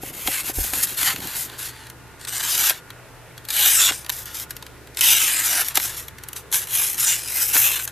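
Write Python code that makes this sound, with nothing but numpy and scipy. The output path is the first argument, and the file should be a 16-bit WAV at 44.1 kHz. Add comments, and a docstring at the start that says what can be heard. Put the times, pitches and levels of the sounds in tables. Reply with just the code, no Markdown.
"""Knife slicing a sheet of paper

A sharp knife slices a hand-held sheet of paper just above a wooden table in a quiet room.
Parting fibres are random clicks, creases snap as short ragged bursts, and fingers rub the sheet between
strokes; all of these drive broad, shifting resonances of the paper, with close echoes.
Bumps on the table are a low thud and fading tones, moving hands are lumpy low noise.
Behind them lie room tone, hiss, a far-off appliance's wavering hum and a low tone that swells and sinks.
"""
import sys
import numpy as np
from scipy import signal
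from scipy.io import wavfile
from scipy.ndimage import uniform_filter1d

SR = 44100
rng = np.random.default_rng(int(sys.argv[2]) if len(sys.argv) > 2 else 0)


def wav_out(sig):
    """Save sig, one row per channel (or a flat mono array), as 16-bit PCM at SR to the path in sys.argv[1]."""
    wavfile.write(sys.argv[1], SR, np.round(np.clip(np.atleast_2d(sig).T, -1, 1) * 32767).astype(np.int16))


def volts(x):
    """Linear amplitude factor 10**(x/20) for a level x in dB, scalar or array-like."""
    e = np.asarray(x, float) / 20
    return 10 ** e


N = 348831   # length in samples

# Knife strokes, one list each: start_s, crackle_db, body_db (the sheet's belly against the crackle),
# hump_hz and hump_db (bright hump of the free flap)
CUT_STROKES = [
    [(2.27, -32, -0.5, 2940, 6.7), (2.284, -28.5, -15, 2940, 4), (2.31, -33, -14, 2940, 4.3),
     (2.338, -24, -10, 3030, 3.7), (2.38, -25.5, -14.5, 1870, 1.5), (2.391, -32, -11, 1900, 2),
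     (2.404, -26, -8.5, 2000, 1.2), (2.518, -20, -14.5, 4360, 5.3), (2.568, -20.5, -14, 3000, 2.4),
     (2.67, -18.5, -13, 3670, 5), (2.704, -19.5, -10, 2350, 1.3), (2.727, -43.5, -9, 1890, 4.2)],
    [(3.487, -32, -10, 4140, 5.4), (3.591, -15.5, -13.5, 3000, 6.5), (3.635, -16, -14.5, 3340, 10.7),
     (3.771, -15, -20, 2420, 2.6), (3.799, -14, -13, 3140, 3.6), (3.859, -15, -17.5, 3600, 11),
     (3.899, -21, -3.5, 2820, 7.5), (3.915, -33.5, -12, 2600, 4.6)],
    [(5.008, -19.5, -15, 2840, 9.3), (5.088, -13, -20, 3220, 11.8), (5.416, -21, -13.5, 2220, 5.3),
     (5.456, -16.5, -16, 1940, 1.4), (5.536, -20, -11.5, 1720, 1.4), (5.582, -21.5, -8.5, 1400, 1.9),
     (5.614, -19.5, -10, 1170, 5.2), (5.64, -39.5, -1, 1300, 3.6)],
    [(6.674, -33, -13.5, 2990, 7.2), (6.712, -29.5, -16, 3290, 6.7), (6.74, -21, -18.5, 3420, 6.6),
     (6.814, -20.5, -15, 2960, 5.3), (6.864, -23, -18.5, 2960, 3.3), (6.904, -24, -19.5, 2840, 3.2),
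     (6.966, -34.5, -17, 2390, 3.9), (6.988, -20.5, -15, 3100, 4.1), (7.0, -18, -21, 2810, 2.4),
     (7.064, -20, -14.5, 3030, 2), (7.13, -18, -20, 2560, 10.7), (7.182, -26, -18.5, 2550, 5.2),
     (7.265, -31, -17, 2750, 5), (7.386, -21.5, -17.5, 2020, 3.1), (7.424, -20, -18, 1970, 3.1),
     (7.46, -23, -23, 2550, 2.6), (7.52, -26.5, -15, 2500, 4.9), (7.546, -13, -10, 2120, 2.3),
     (7.572, -15, -19, 2000, 2.6), (7.64, -15.5, -16, 2720, 4.5), (7.71, -22.5, -14, 2940, 8.1),
     (7.798, -27.5, -10, 2680, 5.9), (7.854, -28, -32, 3000, 6.1), (7.864, -81, -8, 3040, 4)],
]
USUAL_BODY_DB = -15   # body level at which the zones keep their usual balance


def rms_one(x):
    """Scales a signal to unit power."""
    return x / np.sqrt(np.mean(x ** 2) + 1e-20)


def at_hz(points, hz, axis=1):
    """Reads one column of a table between its rows, over log frequency."""
    points = np.array(points)
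    return np.interp(np.log(hz), np.log(points[:, 0]), points[:, axis])


def over_time(points):
    """Glides every column of a table whose first column is time in s."""
    start_s, *columns = np.transpose(points)
    return [np.interp(np.arange(N) / SR, start_s, column) for column in columns]


def drift(rate_hz):
    """Slow random wandering of spread 1: smoothed noise, worked out at every 40th sample."""
    r = np.exp(-80 * np.pi * rate_hz / SR)
    noise = rng.standard_normal(N // 40 + 2002)
    slow = signal.lfilter([1], [1, -2 * r, r * r], noise)[2000:]   # leave out the filter's start
    return np.interp(np.arange(N) / 40, np.arange(len(slow)), rms_one(slow))


def resonance(x, hz, width_hz):
    """Two-pole resonance that passes unit white noise at unit power."""
    r = np.exp(-np.pi * width_hz / SR)
    b = np.sqrt((1 - r * r) / 2) * np.array([1, 0, -1])
    return signal.lfilter(b, [1, -2 * r * np.cos(2 * np.pi * hz / SR), r * r], x + 1e-18)


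def hiss():
    """Each microphone's own hiss: separate white noise left and right."""
    return volts(-50.5) * rng.standard_normal((2, N))


def still_air():
    """Room tone: noise in half-octave bands, each wandering in level and with its own left-right likeness."""
    # Room tone spectrum: pitch_hz, level_db (relative)
    spectrum = [(15, -46), (35, -4.5), (55, -26), (88, -14.5), (125, -4), (177, -22.5), (351, -12),
                (562, -18.5), (763, -13.5), (944, -26), (1440, -13.5), (1550, -19), (2100, -21.5),
                (7000, -49.5)]
    # How alike left and right are: pitch_hz, likeness (1 = the same, 0 = unrelated)
    likeness = [(60, 0.65), (240, 0.71), (950, 0.93), (3760, 1), (14900, 0.14)]
    air_db, patchy_db = -45.5, 2.0
    out, edges = 0, 22 * 2 ** np.arange(0, 8.6, .5)
    white = rng.standard_normal((2, 2, N))
    for k, (low, high) in enumerate(zip(edges, edges[1:])):
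        band = signal.butter(2, [low, high], "band", fs=SR, output="sos")
        mid, side = signal.sosfilt(band, white[k % 2])   # neighbouring bands use different noise
        hz = np.sqrt(low * high)
        alike = np.clip(at_hz(likeness, hz), -1, 1)
        gain = volts(at_hz(spectrum, hz) + patchy_db * drift(2.2))
        out = out + gain * (np.sqrt(1 + alike) * mid + np.sqrt(1 - alike) * side * [[1], [-1]])
    return volts(air_db) * rms_one(out)


def appliance():
    """Hum lines, low to middle pitch: a steady tone plus noise twice through a narrow resonance, so each wavers."""
    # Hum lines: pitch_hz, width_hz (of each resonance), level_db
    lines = [(121.5, 20, -52), (883, 13, -62.5), (1434, 1.7, -60)]
    steady = 0.6   # share of each line's power that holds still
    white, t, out = rng.standard_normal(N), np.arange(N) / SR, 0
    for hz, width_hz, level_db in lines:
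        wavering = rms_one(resonance(resonance(white, hz, width_hz), hz, width_hz))
        tone = np.sqrt(2) * np.sin(2 * np.pi * hz * t)
        out = out + volts(level_db) * (np.sqrt(steady) * tone + np.sqrt(1 - steady) * wavering)
    return out


def drone():
    """A sine of one low pitch whose level swells and sinks."""
    # Level of the low tone: start_s, level_db
    swell = [(0.0, -55), (2.6, -55), (3.2, -69), (3.6, -51.5), (6.5, -53.5), (6.85, -72), (7.3, -51)]
    pitch_hz = 67.7
    level_db, = over_time(swell)
    return np.sqrt(2) * volts(level_db) * np.sin(2 * np.pi * pitch_hz * np.arange(N) / SR)


def hands():
    """Dull shuffle of hands moving on the table: low, lumpy noise carried by the table top."""
    # Level of the shuffle: start_s, level_db (before the lumps)
    shuffle = [(0.0, -51), (0.632, -53), (1.202, -47.5), (1.6, -63)]
    lumpy_db = 6.0
    band = signal.butter(2, [85, 400], "band", fs=SR, output="sos")
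    noise = signal.sosfilt(band, rng.standard_normal(N))
    level_db = np.interp(np.arange(N) / SR, *np.transpose(shuffle), right=-120)   # silent after the last row
    return rms_one(noise) * volts(level_db + lumpy_db * drift(16.0))


def bumps():
    """Hand and sheet knock the table: the top swings low as flesh lands, damped modes ring, a sway follows."""
    # Knocks: start_s, ring_db (for all modes), low_db (for thud and sway); both relative
    knocks = [(0.033, -18.5, -60), (0.259, -27, -44), (0.281, -13.5, -55), (0.443, -29, -50),
              (0.496, -21, -58), (0.584, -17.5, -29), (0.607, -28, -31), (0.643, -27, -42),
              (0.732, -20.5, -44), (1.029, -24, -50), (3.909, -20.5, -65), (5.774, -15.5, -51),
              (5.85, -28, -49), (7.556, -20, -71)]
    # Modes of the table top: pitch_hz, level_db (relative), t60_s (time to fade by 60 dB)
    modes = [(301, 5.5, 0.031), (407, 1.5, 0.031), (550, -11, 0.096), (756, 7.5, 0.026),
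             (1100, -21, 0.0095), (1620, -3, 0.019)]
    thud_hz, thud_db, thud_t60_s, thud_lean_db = 52, 21.5, 0.075, -2.2
    thud_swell_s, thud_lead_s = 0.011, 0.011   # the thud starts ahead of the ringing
    sway_hz, sway_db, sway_t60_s = 68.4, -23.0, 1.0   # level against the thud
    luck_db = 6   # range of mode strengths from knock to knock
    length = 20000
    out, t = np.zeros((2, N + length)), np.arange(length) / SR
    soft = 1 - np.exp(-(t / 0.0021) ** 2)   # flesh and paper: a rounded start
    swell = 1 - np.exp(-(t / thud_swell_s) ** 2)
    lean = volts(np.array([[thud_lean_db], [-thud_lean_db]]))
    for start_s, ring_db, low_db in knocks:
        thud = lean * volts(low_db + thud_db - 60 * t / thud_t60_s) * np.sin(2 * np.pi * thud_hz * t)
        sway = volts(low_db + thud_db + sway_db - 60 * t / sway_t60_s) * np.sin(2 * np.pi * sway_hz * t)
        i = round((start_s - thud_lead_s) * SR)
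        out[:, i:i + length] += (thud + sway) * swell
        i = round(start_s * SR)
        for (hz, level_db, t60_s), (luck, turn) in zip(modes, rng.random((len(modes), 2))):
            fade = volts(ring_db + level_db + luck_db * (luck - 2.0) - 60 * t / t60_s)
            out[:, i:i + length] += soft * fade * np.sin(2 * np.pi * (hz * t + turn))
    return out[:, :N]


def room(x):
    """Close echoes off table, hands and folds ripple the spectrum finely; they change as the sheet moves."""
    echo_db, echo_t60_s = -6.5, 0.032
    hop = 2500   # samples from one echo pattern to the next; neighbours crossfade
    t = np.arange(3000) / SR
    shape = volts(-60 * t / echo_t60_s) * (t > .0006)
    x, fade = np.pad(x, ((0, 0), (hop, 2 * hop))), np.hanning(2 * hop)
    out = np.zeros((len(x), x.shape[1] + 2 * hop))
    for i in range(0, N + hop, hop):
        tail = shape * rng.standard_normal((1, len(t))) / np.sqrt(np.sum(shape ** 2))
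        echo = signal.fftconvolve(x[:, i:i + 2 * hop] * fade, tail, axes=1)
        out[:, i:i + echo.shape[1]] += echo
    return volts(echo_db) * out[:, hop:hop + N]


def snap_force():
    """Creases snap: a faint creep, then milliseconds of ragged force; strong snaps break with one sharp crack.

    The more belly a snap has, the duller it is."""
    # Creases snapping: start_s, peak_db (of the ragged burst), belly_db (gain of the belly zone)
    snaps = [(0.2715, -9, -8), (0.5418, -24, -20), (0.7325, -9.5, -12), (0.869, -17, -12),
             (1.0275, -9.5, -10), (1.158, -15.5, -9), (1.18, -23, -18), (1.201, -18, -14), (1.496, -22, -5),
             (1.27, -16.5, -20), (1.6997, -32, -7), (1.866, -23, -8), (1.8972, -21.5, -17),
             (2.21, -25, -17), (2.2473, -16.5, -15), (2.6948, -9, -25), (2.7019, -11, -3),
             (2.901, -18.5, -6), (3.376, -23, -13), (3.449, -24, -16), (3.4845, -13.5, -14),
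             (3.5018, -12, -17.5), (3.918, -14, -8), (4.044, -20.5, -11), (4.061, -17.5, -11),
             (4.0923, -9.5, -10.5), (4.0973, -9.5, -12), (4.254, -21, -22), (4.343, -19, -16),
             (4.396, -15, -19), (4.5048, -14.5, -16), (4.5638, -18, -17), (4.623, -18, -6),
             (4.6627, -22.5, -8), (4.87, -24.5, -9), (4.9444, -27, -16), (4.969, -12, -16),
             (4.989, -12, -16), (5.007, -9, -24), (5.682, -12, -18), (5.7534, -9, -19), (5.7687, -9, -9),
             (5.7711, -5, -14.5), (5.7971, -11.5, -9), (6.08, -19, -12.5), (6.182, -24, -12),
             (6.234, -17.5, -15), (6.284, -16.5, -18), (6.3287, -18, -17), (6.3604, -16.5, -13),
             (6.514, -19, -23), (6.5239, -10, -15), (6.541, -8, -14.5), (6.669, -18, -17),
             (7.5525, -12.5, -4), (7.563, -8.5, -6), (7.847, -36.5, -21.5), (7.874, -12.5, -15)]
    rise_s, t60_s, creep_db, crack_db = 0.0018, 0.013, -32.5, 24.5
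    # zones middle, edge, cut: usual gain, and share of the belly's swing that each follows
    others_db, follows = np.array([-8.0, -8.0, -8.5]), np.array([0.3, -0.4, -0.6])
    lead, length = 500, 2000   # samples
    force, t = np.zeros((4, N + length)), np.arange(-lead, length - lead) / SR
    after = np.maximum(t, 0)
    shape = volts(-60 * after / t60_s) * (1 - np.exp(-(after / rise_s) ** 2))
    shape += volts(creep_db - 60 * np.abs(t) / 0.21)
    for start_s, peak_db, belly_db in snaps:
        burst = shape * rng.standard_normal(length) * volts(2.5 * rng.standard_normal(length))
        burst *= volts(peak_db) / np.abs(burst).max()
        burst[lead + round(rise_s * SR)] = volts(crack_db + 2.03 * peak_db)   # the crack is one sample
        zones_db = np.r_[belly_db, others_db + follows * (belly_db - USUAL_BODY_DB)]
        i = round(start_s * SR) - lead
        force[:, i:i + length] += burst * volts(zones_db)[:, None]
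    return force[:, :N]


def stroke_force():
    """Gain of the crackle in each zone, nothing between strokes and rubs; and the flap's hump in Hz and dB."""
    # Fingers rub and shift the sheet, pressure gliding from start to end:
    # start_s, length_s, start_db, end_db, body_db
    rubs = [(0.0, 0.093, -41, -35, -16.5), (0.113, 0.14, -38, -33, -14.5), (0.251, 0.072, -16, -38, -19),
            (0.294, 0.11, -25, -28.5, -11), (0.416, 0.081, -36.5, -25.5, -13),
            (0.518, 0.094, -35, -23, -20), (0.617, 0.12, -25.5, -32.5, -13.5),
            (0.719, 0.1, -26.5, -27.5, -13.5), (0.811, 0.023, -19.5, -17, -19),
            (0.85, 0.094, -29.5, -34.5, -11.5), (0.954, 0.11, -26.5, -21, -11.5),
            (1.052, 0.061, -23.5, -26, -3.5), (1.108, 0.08, -39, -38.5, -8.5),
            (1.194, 0.15, -37, -32, -7.5), (1.342, 0.11, -24, -31, -18), (1.46, 0.1, -48, -46, 0),
            (1.568, 0.12, -30, -34.5, -11), (1.699, 0.17, -50, -51, 1.5), (2.175, 0.066, -55, -42.5, -6),
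            (2.708, 0.07, -35.5, -42, -4), (3.905, 0.12, -25.5, -43.5, -15),
            (4.103, 0.13, -28.5, -40.5, -14.5), (4.244, 0.093, -37.5, -44, -5),
            (4.328, 0.1, -32.5, -32, -14.5), (4.959, 0.033, -35, -28.5, -10),
            (5.625, 0.065, -28.5, -32, -11.5), (5.69, 0.037, -41, -45.5, 1.5), (5.737, 0.053, -15, -38, -7),
            (5.782, 0.072, -30, -24, -16), (5.86, 0.1, -30.5, -40.5, -9.5), (5.956, 0.11, -24.5, -51, -13),
            (6.348, 0.057, -21.5, -47, -13), (6.514, 0.072, -15.5, -23.5, -18),
            (6.598, 0.058, -19, -40, -13), (7.866, 0.041, -22, -54, -12)]
    # Hump of the free flap while the sheet is only handled: start_s, hump_hz, hump_db
    flap = [(0.3, 2500, 6), (0.75, 2020, -2), (0.84, 4660, 1), (1.08, 2010, 3), (1.3, 3940, 1.5)]
    # Zones belly, middle, edge, cut: level_db against the crackle, in strokes and in rubs
    cut_zones_db = np.array([-15.5, -11, -5.5, -5])[:, None]
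    rub_zones_db = np.array([-14.5, -8.5, -3.5, -4.5])[:, None]
    # The same zones: share of the body's swing that each follows
    follows = np.array([1, 0.64, 0.12, -0.039])[:, None]
    attack_s, release_s = 0.022, 0.038   # of a rub
    t, gain = np.arange(N) / SR, np.zeros((4, N))
    flap_hz, flap_db = over_time(flap)
    for rows in CUT_STROKES:
        start_s, level_db, body_db, hump_hz, hump_db = np.transpose(rows)
        on = slice(round(start_s[0] * SR), round(start_s[-1] * SR))
        body_swing_db = np.interp(t[on], start_s, body_db) - USUAL_BODY_DB
        zones_db = cut_zones_db + follows * body_swing_db
        gain[:, on] += volts(np.interp(t[on], start_s, level_db) + zones_db)
        flap_hz[on] = np.interp(t[on], start_s, hump_hz)
        flap_db[on] = np.interp(t[on], start_s, hump_db)
    for start_s, length_s, start_db, end_db, body_db in rubs:
        on = slice(round(start_s * SR), round((start_s + length_s + release_s) * SR))
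        age = t[on] - start_s
        shape = np.minimum(age / attack_s, 1 + (length_s - age) / release_s)
        shape = np.clip(shape, 0, 1) ** 2
        zones_db = rub_zones_db + follows * (body_db - USUAL_BODY_DB)
        gain[:, on] += shape * volts(np.interp(age, [0, length_s], [start_db, end_db]) + zones_db)
    return uniform_filter1d(gain, size=132, axis=1), flap_hz, flap_db   # 3 ms smoothing


def fibres(effort):
    """Fibres parting: random clicks of uneven size; at low effort fewer, with more sticking and slipping."""
    per_s, spread_db, clump_db = 5000, 1.5, 0.9   # click rate at full effort
    sizes = volts(spread_db * np.minimum(rng.exponential(1, N), 4)) * rng.choice([-1, 1], N)
    clumps = volts(clump_db * (drift(38.0) / np.sqrt(effort) + 0.95 * drift(176.0)))
    parting = rng.random(N) < per_s * effort / SR
    return rms_one(sizes * clumps * parting / np.sqrt(effort))


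def tough_fibres(force, effort):
    """Tough fibres part with a dry tick: sparse single-sample clicks with the low end cut, past the modes."""
    per_s, tick_db, low_cut_hz = 260, 9, 2500
    ticks = rng.standard_normal(N) * (rng.random(N) < per_s / SR) * force / np.sqrt(effort)
    high_pass = signal.butter(2, low_cut_hz, "high", fs=SR, output="sos")
    return volts(tick_db) * signal.sosfilt(high_pass, ticks + 1e-18)


def hump(hz, centre_octave, height_db, half_width_octaves):
    """Rounded rise or hollow in dB around a moving pitch, given as log2 of Hz."""
    away = (np.log2(hz) - centre_octave) / half_width_octaves
    return height_db * np.maximum(1 - away ** 2, 0)


def sheet():
    """Damped bending modes of the paper; their strengths wander at random, as a flexing sheet's would.

    Returns the stereo paper, and the part whose echoes differ between the microphones."""
    # Zone borders (belly, middle, edge, cut): pitch_hz; the belly also takes in the modes from 300 Hz,
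    # the cut those above the last border
    zones_hz = [600, 2000, 4800, 9300, 14300]
    # How strongly the sheet radiates, evened out within each zone: pitch_hz, level_db (per Hz, relative)
    radiation = [(300, -14), (389, -17), (503, -18.5), (901, -5.5), (1220, -6), (1560, 0), (2340, -9),
                 (2790, -8), (4760, -7.5), (7250, -8), (7990, -9), (12000, -11), (13600, -9.5),
                 (14300, -7.5)]
    # Stereo: pitch_hz, left_over_right_db, apart_db (differing part against the mode, before its echo)
    lean_table = [(2730, -0.5, -30), (4500, 2, -17), (6340, -0.5, -9), (8260, 1.5, -1.5), (13900, 3.5, 1.5)]
    # Upper bright hump of the paper, in handling and cutting alike, moving as the sheet turns:
    # start_s, pitch_hz, level_db
    upper_hump = [(1.06, 11700, 7), (1.45, 12200, 6.5), (2.3, 8250, 4.5), (2.48, 8200, 2), (2.55, 13100, 2),
                  (2.7, 12000, 5), (3.7, 12300, 5.5), (3.78, 7200, 5.5), (3.88, 7240, 3), (4.1, 12000, 7.5),
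                  (5.3, 11900, 1), (5.36, 7700, 4.5), (5.5, 7660, -2), (5.6, 11600, 7.5),
                  (7.03, 11500, 5.5), (7.07, 6500, 9), (7.16, 7200, 1), (7.35, 12800, 5),
                  (7.68, 12500, 5.5)]
    # Hollow where sound off the sheet and off the table cancel, moving with the sheet's height:
    # start_s, pitch_hz, level_db
    hollow = [(1.35, 5470, -4.5), (2.35, 4970, 0), (3.62, 5400, -6), (3.76, 4500, -3), (5.15, 4600, -2),
              (5.38, 5800, -8), (5.55, 4600, -2.5), (6.75, 4950, -7), (7.25, 4360, 0.5), (7.6, 5000, -7)]
    overlap = 1.757   # width of each resonance against the spacing of the modes
    flap_octaves, upper_octaves, dip_octaves = 0.56, 0.27, 0.27   # half widths
    full_db, least_effort = -22.0, 0.25   # cut-zone gain that counts as full effort
    gain, flap_hz, flap_db = stroke_force()
    cutting = np.zeros(N)
    for rows in CUT_STROKES:
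        cutting[round(rows[0][0] * SR):round(rows[-1][0] * SR)] = 1
    effort = np.where(cutting, np.clip(gain[3] / volts(full_db), least_effort, 1), 1)   # skin rubs densely
    bend_db = 1.8 * (1 + cutting) / 2   # the sheet flexes most under the blade
    force = gain * fibres(effort) + snap_force()

    edges = np.concatenate([np.geomspace(300, 2000, 12), np.geomspace(2200, 14600, 30)])
    centres, widths = np.sqrt(edges[1:] * edges[:-1]), np.diff(edges)
    zone = np.clip(np.searchsorted(zones_hz, centres) - 1, 0, 3)
    share = volts(at_hz(radiation, centres)) * np.sqrt(widths)
    share = share / np.sqrt(np.bincount(zone, share ** 2))[zone]   # unit power in each zone
    bends = [drift(7.4) for k in range(11)]
    upper, upper_db = over_time([(s, np.log2(hz), db) for s, hz, db in upper_hump])   # glides in octaves
    dip, dip_db = over_time([(s, np.log2(hz), db) for s, hz, db in hollow])
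    flap = np.log2(flap_hz)
    out, apart = np.zeros((2, N)), np.zeros(N)
    for k, (hz, width_hz) in enumerate(zip(centres, overlap * widths)):
        hump_db = hump(hz, flap, flap_db, flap_octaves)
        hump_db += hump(hz, upper, upper_db, upper_octaves)
        hump_db += hump(hz, dip, dip_db, dip_octaves)
        mode = resonance(force[zone[k]] * volts(bend_db * bends[k % 11] + hump_db), hz, width_hz)
        mode = resonance(mode, hz, width_hz) * np.sqrt(2 * np.pi * width_hz / SR)   # twice: steep skirts
        mode = (-1) ** k * share[k] * mode
        lean = volts(at_hz(lean_table, hz) / 2)
        out += mode * [[lean], [1 / lean]]
        apart += mode * volts(at_hz(lean_table, hz, axis=2))
    out += tough_fibres(cutting * gain[2], effort)
    return out, apart


def scene():
    """Paper close to the microphones, room tone all round, each microphone with its own hiss."""
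    paper, apart = sheet()
    sides = room(apart[None] * volts(1.8 * drift(2.6))) * [[1], [-1]]   # echoes of opposite sign left and right
    background = still_air() + appliance() + drone() + hiss()
    return background + hands() + bumps() + sides + room(paper) + paper


def top_cut(x):
    """Nothing passes above the cut-off."""
    return signal.sosfilt(signal.butter(12, 15530, fs=SR, output="sos"), x)


def record(dry):
    """The top is cut steeply below 14.52 kHz, and the highest peaks clip."""
    low_pass = signal.cheby2(16, 60, 14520, fs=SR, output="sos")
    mix = np.clip(signal.sosfilt(low_pass, dry), -1, 1)
    return top_cut(mix)


dry = scene()
out = record(dry)
wav_out(out)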